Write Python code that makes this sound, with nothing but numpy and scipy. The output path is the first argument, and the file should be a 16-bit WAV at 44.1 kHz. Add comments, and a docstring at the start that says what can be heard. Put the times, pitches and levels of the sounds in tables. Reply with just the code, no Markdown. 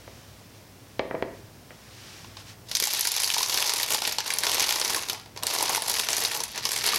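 """A small kitchen with a low hum, heard close: a glass bowl is set down on a wooden worktop and rocks to rest.
Knocks ring decaying modes; sleeves swish as filtered noise, and fingers tick twice against a plastic jug.
Then a thin plastic piping bag is gathered and twisted shut: creases snap as millisecond noise bursts over
a dense crackle of tiny buckles, and wider folds pop and ring the hollow pouch with a sagging pitch."""
import sys
import numpy as np
from scipy import signal
from scipy.fft import rfft, irfft, next_fast_len
from scipy.io import wavfile
from scipy.ndimage import uniform_filter1d

SR = 44100
rng = np.random.default_rng(int(sys.argv[2]) if len(sys.argv) > 2 else 0)


def int16_out(signal):
    """Quantize to a 16-bit WAV file."""
    q = np.round(np.clip(np.atleast_2d(signal).T, -1, 1) * 32767)
    wavfile.write(sys.argv[1], SR, q.astype(np.int16))


N = 307818
T = np.arange(N) / SR

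# colour of the thin plastic film: (f/Hz, level/dB)
FILM_COLOUR = [(1000, -21), (1400, -6.5), (1900, -2.5), (3000, -2), (4600, 1.5), (6200, -0.5), (8200, -8.5),
               (10500, -5), (12500, -8), (14500, -17.5), (16000, -28)]
# colour of the air-filled pouch: (f/Hz, level/dB)
POUCH_COLOUR = [(40, -53), (90, -36.5), (220, -12), (340, -7.5), (460, -0.5), (540, -3), (680, -3),
                (920, 2.5), (1150, -1.5), (1400, -8.5), (2200, -28.5)]
# squeezes and twists of the hands: (start t/s, length/s, crackle level/dB, treble/dB, body/dB,
# depth/dB: how much long creases favour the low end)
HAND_SQUEEZES = [(2.66, .09, -41.5, -10, -16, -19), (2.777, 0.39, -26, -4.5, -17, -13),
                 (3.142, 0.29, -25, -3, -14.5, -9.5), (3.461, .35, -25.5, -2.5, -10.5, -10),
                 (3.858, 0.085, -24.5, 2.5, -11.5, -1), (4, 0.09, -26.5, -1, -11, 3),
                 (4.216, 0.13, -31.5, 0, -6.5, -0.5), (4.394, 0.2, -26.5, -1, -8, 0),
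                 (4.548, 0.25, -23.5, -1.5, -9.5, 2), (4.76, .22, -24, 2.5, -6, 8),
                 (5.046, 0.059, -35, 6, 0.5, 5), (5.343, 0.05, -51.5, -6, 2, -1),
                 (5.447, 0.32, -27, -0.5, -7.5, -0.5), (5.819, 0.21, -28, 1, -10.5, -3),
                 (6.071, 0.18, -25, 1.5, -9.5, 4), (6.296, 0.058, -27.5, 4, -5.5, 4),
                 (6.453, .05, -41.5, -8, -16, -15), (6.517, 0.052, -34, -13, -8, -3),
                 (6.618, 0.17, -29, 0.5, -12.5, 1.5), (6.8, .19, -23.5, -2.5, -10.5, 6.5)]


def undb(db):
    """Decibels to gain."""
    return 10 ** (np.asarray(db) / 20)


def unit(x):
    """Scale to rms 1."""
    return x / np.sqrt(np.mean(x ** 2) + 1e-18)


def along(points, hz):
    """Read (Hz, value) points on a log-frequency axis."""
    f, v = np.transpose(points)
    return np.interp(np.log(np.maximum(hz, 1)), np.log(f), v)


def add(out, s, x):
    """Mix x into out from time s on."""
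    i = max(int(s * SR), 0)
    out[i:i + len(x)] += x[:max(len(out) - i, 0)]


def response(points, size=512):
    """Causal impulse response of unit energy with the colour of (Hz, dB) points."""
    # folding the cepstrum forward in time gives minimum phase
    cepstrum = irfft(np.log(undb(along(points, np.fft.rfftfreq(size, 1 / SR)))))
    cepstrum[1:size // 2] *= 2
    cepstrum[size // 2 + 1:] = 0
    h = irfft(np.exp(rfft(cepstrum)))
    return h / np.linalg.norm(h)


def through(x, h):
    """Pass x through an impulse response."""
    return signal.fftconvolve(x, h)[:len(x)]


def brighten(x, db, hz=5600):
    """Tip the range above hz against the range below by db, keeping the power about the same."""
    size = next_fast_len(len(x))
    f = np.fft.rfftfreq(size, 1 / SR)
    low = irfft(rfft(x, size) / (1 + (f / hz) ** 4), size)[:len(x)]
    return (low + undb(db) * (x - low)) / np.sqrt((1 + undb(2 * db)) / 2)


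def walk(rate):
    """Slow chance with a spread of 1, taking a new random target rate times a second."""
    knots = rng.standard_normal(2048)
    return unit(np.interp(T * rate, np.arange(len(knots)), knots))


def ring(hz, t60, t):
    """One decaying mode."""
    return np.sin(2 * np.pi * hz * t) * np.exp(-np.log(1000) * t / t60)


def background(air_db=-50.5, waver=0.37):
    """Steady kitchen air as coloured noise, and an appliance's hum wavering in phase and strength."""
    # colour of the air: (f/Hz, level/dB)
    air_colour = [(15, -16), (35, -25), (60, -3.5), (80, -8), (112, 2.5), (160, -5.5), (250, -7.5),
                  (450, -11.5), (650, -12.5), (1000, -17.5), (2000, -23), (4000, -38), (8000, -29),
                  (16000, -28.5)]
    # partials of the hum: (f/Hz, level/dB)
    hum_partials = [(60, -64), (98.5, -58), (119, -73.5)]
    air = through(rng.standard_normal(N), response(air_colour, size=8192)) * undb(air_db)
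    hum = np.zeros(N)
    for hz, db in hum_partials:
        tone = np.sin(2 * np.pi * hz * T + waver * walk(6.5))
        hum += undb(db) * unit(tone * (1 + waver * walk(7.1)))
    return air + hum


def sleeves(db=-1, rustle_db=-56.5):
    """Cotton slides with a soft hiss that swells and fades with each arm movement."""
    # arm movements that slide a sleeve: (middle t/s, half length/s, level/dB)
    swishes = [(.15, .25, -55), (.56, 0.035, -56.5), (0.934, 0.079, -62), (1.375, 0.025, -56),
               (1.853, 0.17, -56), (2.12, 0.16, -46.5), (2.4, 0.026, -46.5), (2.495, 0.029, -45.5)]
    # colour of the cloth: (f/Hz, level/dB)
    cloth_colour = [(300, -19), (900, -5.5), (2200, -3), (3300, -3), (4300, -3.5), (5600, -2.5),
                    (8000, -11.5), (12000, -16.5), (16000, -31)]
    power = np.full(N, undb(rustle_db) ** 2)  # cloth between the movements
    for s, half, swish_db in swishes:
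        swell = np.exp(-((T - s) / half) ** 2 / 2)
        power += (undb(swish_db) * swell) ** 2
    return undb(db) * np.sqrt(power) * through(rng.standard_normal(N), response(cloth_colour))


def knocks(focus_db=3.5, radiate_hz=230, spread_s=0.001):
    """The bowl lands and rocks; place and hardness of each contact weight the same modes."""
    # knocks of the bowl on the worktop: (t/s, level/dB, upper limit of the contact f/Hz,
    # most excited pitch f/Hz, share of the ring time that the contact leaves)
    contacts = [(0.077, -33, 1970, 1180, 0.82), (0.994, -10, 5640, 766, 1.05), (1.052, -23, 800, 600, 1.3),
                (1.1102, -17.5, 1820, 1410, 0.55), (1.1432, -16, 910, 550, 0.67),
                (1.1494, -20, 2030, 850, 0.86), (1.2244, -11.5, 4200, 506, 0.65), (1.28, -33, 900, 335, .8),
                (1.706, -33.5, 2820, 2000, 0.73), (1.715, -38, 2470, 200, 0.88)]
    # modes of bowl and worktop: (f/Hz, level/dB, t60/s)
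    bowl_modes = [(115, -8, 0.068), (210, -33, 0.03), (334, -34, .07), (407.5, -16, 0.18), (526, 2, 0.024),
                  (569, -11.5, 0.046), (643, -14, 0.12), (823, -11.5, 0.068), (1197, -10, 0.033),
                  (1845, -19.5, 0.022), (1916, -13, 0.056), (2065, -3, 0.015), (2305, -12, 0.062),
                  (2450, -19, 0.067), (3300, -17, 0.04), (3800, 5, 0.0017), (4200, -21, 0.03),
                  (5940, -28, .003)]
    out, t = np.zeros(N), T[:12000]
    hz, mode_db, t60 = np.transpose(bowl_modes)
    for s, level_db, contact_hz, centre_hz, free in contacts:
        # modes lose focus_db for each octave away from the most excited pitch
        weight = undb(mode_db - focus_db * abs(np.log2(hz / centre_hz)))
        detune = 1 + 0.023 * rng.standard_normal(len(hz))
        # bending waves are slower at low pitch, so the low modes arrive later
        lag = spread_s * np.sqrt(centre_hz / hz)
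        age = np.maximum(t - (lag - lag.min())[:, None], 0)
        blow = weight @ ring((hz * detune)[:, None], free * t60[:, None], age)
        # a soft contact cannot drive the treble, and the board radiates little bass
        blow = signal.sosfilt(signal.butter(3, contact_hz, fs=SR, output="sos"), blow)
        blow = signal.sosfilt(signal.butter(1, radiate_hz, "high", fs=SR, output="sos"), blow)
        add(out, s, undb(level_db) * blow / abs(blow).max())
    return out


def ticks(fall_s=0.0042):
    """A fingertip meets the plastic jug with a small dry click: decaying noise in the jug's colour."""
    # finger ticks: (t/s, level/dB)
    touches = [(2.245, -34.5), (2.3695, -29)]
    # colour of the jug: (f/Hz, level/dB)
    jug_colour = [(300, -19), (1000, 7), (1600, -9), (2800, 0), (5000, 1), (7500, -16), (16000, -30)]
    out, t = np.zeros(N), T[:2048]
    for s, tick_db in touches:
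        click = np.exp(-t / fall_s) * rng.standard_normal(len(t))
        add(out, s, undb(tick_db) / 2 * through(click, response(jug_colour)))
    return out


def effort(grip_s=0.052, relax_s=0.056, dulling=0.29):
    """Crackle level (gain), treble, body and depth (dB): squeezes build, hold and die away, ever duller."""
    power, treble, body, depth = np.zeros((4, N)) + 1e-18
    for s, length, db, treble_db, body_db, depth_db in HAND_SQUEEZES:
        settled = np.maximum(T - s - length, 0) / relax_s
        own = (undb(db) * np.clip((T - s) / grip_s, 0, 1) * np.exp(-settled)) ** 2
        power += own
        # dulling: dB of treble lost for each dB that the film has settled, up to 40 dB
        treble += own * (treble_db - dulling * 20 * np.minimum(settled / np.log(10), 2))
        body += own * body_db
        depth += own * depth_db
    # where squeezes overlap, the stronger one sets the colour
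    return np.sqrt(power), treble / power, body / power, depth / power


def crackle(level, treble, body, depth, film_depth=0.47, film_split_hz=2600, pouch_split_hz=400,
            film_db=-2.0, body_db=-2.0, rate=520, spread_db=4.5, most_db=10, fall_s=0.0026,
            rub=0.15, colour_db=5):
    """Hundreds of tiny buckles a second, most weak and a few strong, over film rubbing on film."""
    starts = rng.random(N) < rate / SR
    size = undb(np.minimum(spread_db * rng.exponential(size=N), most_db))
    power = through(starts * size ** 2, np.exp(-2 * T[:1024] / fall_s)).clip(0)
    power = power / power.mean() + rub
    # the hands feed in strain steadily: after a strong buckle less is left for its neighbours
    bursts = np.sqrt(power / uniform_filter1d(power, size=1500)) * level
    film = through(bursts * rng.standard_normal(N), response(FILM_COLOUR))
    # small creases sound bright, long ones dull
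    film = brighten(film, treble + colour_db * walk(200))
    pouch = through(bursts * undb(body) * rng.standard_normal(N), response(POUCH_COLOUR))
    # long creases in the tightly twisted bag feed the low end of both film and pouch
    film = brighten(film, -film_depth * depth, film_split_hz)
    pouch = brighten(pouch, -depth, pouch_split_hz)
    return undb(film_db) * film + undb(body_db) * pouch


def facet(points, patchy_db):
    """Response of one crease: the general colour with peaks and dips of its own."""
    hz, db = np.transpose(points)
    return response(np.c_[hz, db + patchy_db * rng.standard_normal(len(hz))])


def snap(treble, rise_s=0.00062, fall_s=0.0016, scatter_s=0.016, treble_haste=1.57, pouch_haste=0.64,
         split_hz=7000, scatter=0.16, patchy_db=3.5):
    """A crease lets go in a burst of flexural waves, short ones first: film crack and slower pouch thud."""
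    t = T[:2048]

    def burst(age):
        """Quick rise and fall, with a weaker tail scattered off hands and folds."""
        fall = np.exp(-age / fall_s) + scatter * np.exp(-age / scatter_s)
        return (1 - np.exp(-(age / rise_s) ** 2)) * fall

    # the bag keeps changing shape, so every burst has its own noise and colour
    noise = rng.standard_normal(len(t))
    low = signal.sosfiltfilt(signal.butter(4, split_hz, fs=SR, output="sos"), noise)
    short_waves = np.sqrt(treble_haste) * burst(t * treble_haste) * (noise - low)
    waves = burst(t) * low + short_waves
    crack = brighten(through(waves, facet(FILM_COLOUR, patchy_db)), treble)
    thud = through(burst(t * pouch_haste) * rng.standard_normal(len(t)), facet(POUCH_COLOUR, patchy_db))
    return unit(crack), unit(thud)


def small_snaps(level, body, db=-8.0, spread_db=2.5, treble_db=4, colour_db=7, body_db=-3, count=150):
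    """Lesser creases give way at uneven intervals, as strongly as the hands are squeezing."""
    out, first = np.zeros(N), HAND_SQUEEZES[0][0]
    gap = (T[-1] - first) / count
    for k, (late, size, colour) in enumerate(rng.standard_normal((count, 3))):
        s = first + gap * (k + late / 2)
        i = min(int(s * SR), N - 1)
        crack, thud = snap(treble_db + colour_db * colour)
        gain = level[i] * undb(db + spread_db * size)
        add(out, s, gain * (crack + undb(body[i] + body_db) * thud))
    return out


def snaps(depth, film_db=-19.0, treble_db=15, body_db=8, film_depth=0.26, film_split_hz=2600,
          travel_s=0.0008):
    """The big creases, each with its own strength and colour, thinner while the bag is still loose."""
    # the loudest creases snapping through: (t/s, level/dB, treble against the level/dB,
    # body against the level/dB), all three before the offsets film_db, treble_db and body_db
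    big_creases = [(2.7125, -20.5, -19, -23), (2.7502, -8.5, -15, -40), (2.7564, -13, -17, -30),
                   (2.7681, -12, -18, -30), (2.799, -7.5, -12, -25), (2.823, -11, -18, -21),
                   (2.838, -6.5, -12, -33), (2.8709, -12, -9, -25), (2.9343, -10, -11, -22),
                   (2.9925, -13, -4, -23), (3.0082, -6, -6, -34), (3.051, -8, -17, -23),
                   (3.0708, -4.5, -7, -23), (3.1168, -9, -1, -26), (3.1632, -7.5, -9, -21),
                   (3.2006, -12, -11, -26), (3.233, -9, -3, -23), (3.2423, -5, -11, -33),
                   (3.274, -9, -19, -23), (3.3004, -5, -19, -34), (3.3421, -7, -24, -39),
                   (3.3809, -8, -13, -21.5), (3.4287, -6.5, -9, -20.5), (3.495, -10, -15, -22),
                   (3.5415, -9.5, -9, -17.5), (3.5734, -6, -21, -26), (3.596, -13, -19, -30),
                   (3.6236, -7.5, -14, -19), (3.674, -13, -10, -36), (3.693, -6, -22, -20),
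                   (3.7352, -10.5, 1, -15), (3.7978, -11, -16, -20), (3.8298, -8, -13, -27),
                   (3.9038, -11, -12, -14), (3.9447, -6.5, -13, -23), (4.0187, -11, -23, -14.5),
                   (4.0502, -10.5, -29, -30), (4.0741, -10, -11, -17), (4.1832, -7, -21, -18.5),
                   (4.203, -12.5, -22, -23), (4.2767, -17, -13, -24), (4.303, -10.5, -19, -32),
                   (4.336, -12.5, -3, -36), (4.3847, -8, -8, -30), (4.4336, -9, -19, -20),
                   (4.4665, -8, -28, -17), (4.5156, -11.5, -18, -26), (4.5437, -10.5, -11, -21),
                   (4.6266, -8, -22, -32), (4.6397, -7, -21, -26), (4.6673, -17, -13, -33),
                   (4.6902, -6, -11, -25), (4.7068, -3.5, -17, -19), (4.7233, -4.5, -13, -25),
                   (4.7588, -9, -15, -13), (4.8467, -5.5, -17, -26), (4.877, -10.5, -7, -34),
                   (4.9014, -9, -17, -36), (4.9452, -6.5, -17, -26), (5.0851, -16, -12, -24),
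                   (5.0967, -8.5, -22, -34), (5.1298, -18, -6, -16), (5.2584, -36.5, -30, -6.5),
                   (5.3612, -30, -33, -9), (5.373, -25, -19, -15), (5.425, -26, -27, -10),
                   (5.4326, -16, -13, -15.5), (5.467, -8, -11, -29), (5.5366, -15.5, 2, -33),
                   (5.6251, -10, 2, -16), (5.6955, -21, -11, -4), (5.7473, -8, -14, -20),
                   (5.8199, -12.5, -15, -17.5), (5.88, -15, -15, -15), (5.902, -16, -19, -13),
                   (5.9963, -8.5, -11, -19), (6.0333, -17.5, -22, -30), (6.0858, -10, -16, -16),
                   (6.13, -7.5, -18, -23), (6.1658, -10, -10, -23), (6.2213, -15.5, -16, -18),
                   (6.2486, -7, -15, -24), (6.315, -15, -18, -24), (6.4023, -15, -11, -16),
                   (6.4352, -13.5, -10, -31), (6.576, -20.5, -13, -19), (6.6519, -7.5, -14, -20),
                   (6.7165, -12, -6, -24), (6.762, -15.5, -17, -21), (6.8874, -9, -17, -21)]
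    out = np.zeros(N)
    for s, db, treble, body in big_creases:
        crack, thud = snap(treble + treble_db)
        crack = brighten(crack, -film_depth * depth[int(s * SR)], film_split_hz)
        add(out, s + travel_s, undb(db + film_db) * (crack + undb(body + body_db) * thud))
    return out


def folds(db=-1, t60=0.03, rise_s=0.00024, sag=0.65):
    """A wide fold flips and rings the pouch with a short hollow pop that sags as the film slackens."""
    # wide folds flipping over: (t/s, level/dB, starting pitch f/Hz)
    flips = [(2.822, -22, 424), (2.872, -21.5, 840), (3.366, -13, 920), (3.408, -15, 1010),
             (3.948, -15, 877), (4.184, -22, 887), (4.971, -18, 1050), (5.130, -24, 760), (5.606, -19, 910),
             (5.625, -16, 913), (5.693, -21, 1010), (5.730, -32, 504), (5.777, -14, 910),
             (6.934, -15.5, 1185)]
    out, t = np.zeros(N), T[:2048]
    for s, flip_db, hz in flips:
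        pop = ring(hz * (1 - sag * t), t60, t) * (1 - np.exp(-t / rise_s))
        add(out, s, undb(flip_db + db) * pop)
    return out


def room(x, tail_db):
    """The direct sound, then a diffuse noise tail whose treble dies first."""
    # ring time of the room by band: (f/Hz, t60/s)
    room_decay = [(150, 0.84), (500, 0.45), (1500, 0.52), (4000, 0.41), (8000, 0.36), (15000, 0.074)]
    t = T[:32768]
    f, noise = np.fft.rfftfreq(len(t), 1 / SR), rfft(rng.standard_normal(len(t)))
    centres, t60s = np.transpose(room_decay)
    tail = 0
    # overlapping bands share the noise, each fading at its own pace
    for share, t60 in zip(np.eye(len(centres)), t60s):
        band = irfft(noise * along(np.c_[centres, share], f))
        tail = tail + band * np.exp(-np.log(1000) * t / t60)
    tail = tail * (1 - np.exp(-t / 0.00034))
    return x + through(x, undb(tail_db) * tail / np.linalg.norm(tail))


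def scene(bag_db=2):
    """The bag is near the microphone; the bowl sounds more through the room."""
    level, treble, body, depth = effort()
    film = crackle(level, treble, body, depth) + small_snaps(level, body) + snaps(depth) + folds()
    bag = undb(bag_db) * room(film + ticks(), tail_db=-13.0)
    bowl = room(knocks(), tail_db=-8.5)
    return (background() + sleeves() + bowl + bag)[None]


def record(dry, ceiling_db=-17.0, release_s=0.67, headroom=0.55, top_hz=15900):
    """A limiter ducks on the loudest bursts and lets the gain creep back; peaks round off, the top is cut."""
    loudness = np.sqrt(uniform_filter1d(dry[0] ** 2, size=88).clip(0))  # over 2 ms
    over = np.log(np.maximum(loudness / undb(ceiling_db), 1))
    # the reduction jumps up at once, then shrinks by a factor e in gain every release_s
    held = np.maximum.accumulate(over + T / release_s) - T / release_s
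    limited = headroom * np.tanh(dry * np.exp(-held) / headroom)
    return signal.sosfilt(signal.ellip(10, .2, 80, top_hz, fs=SR, output="sos"), limited)


dry = scene()
out = record(dry)
int16_out(out)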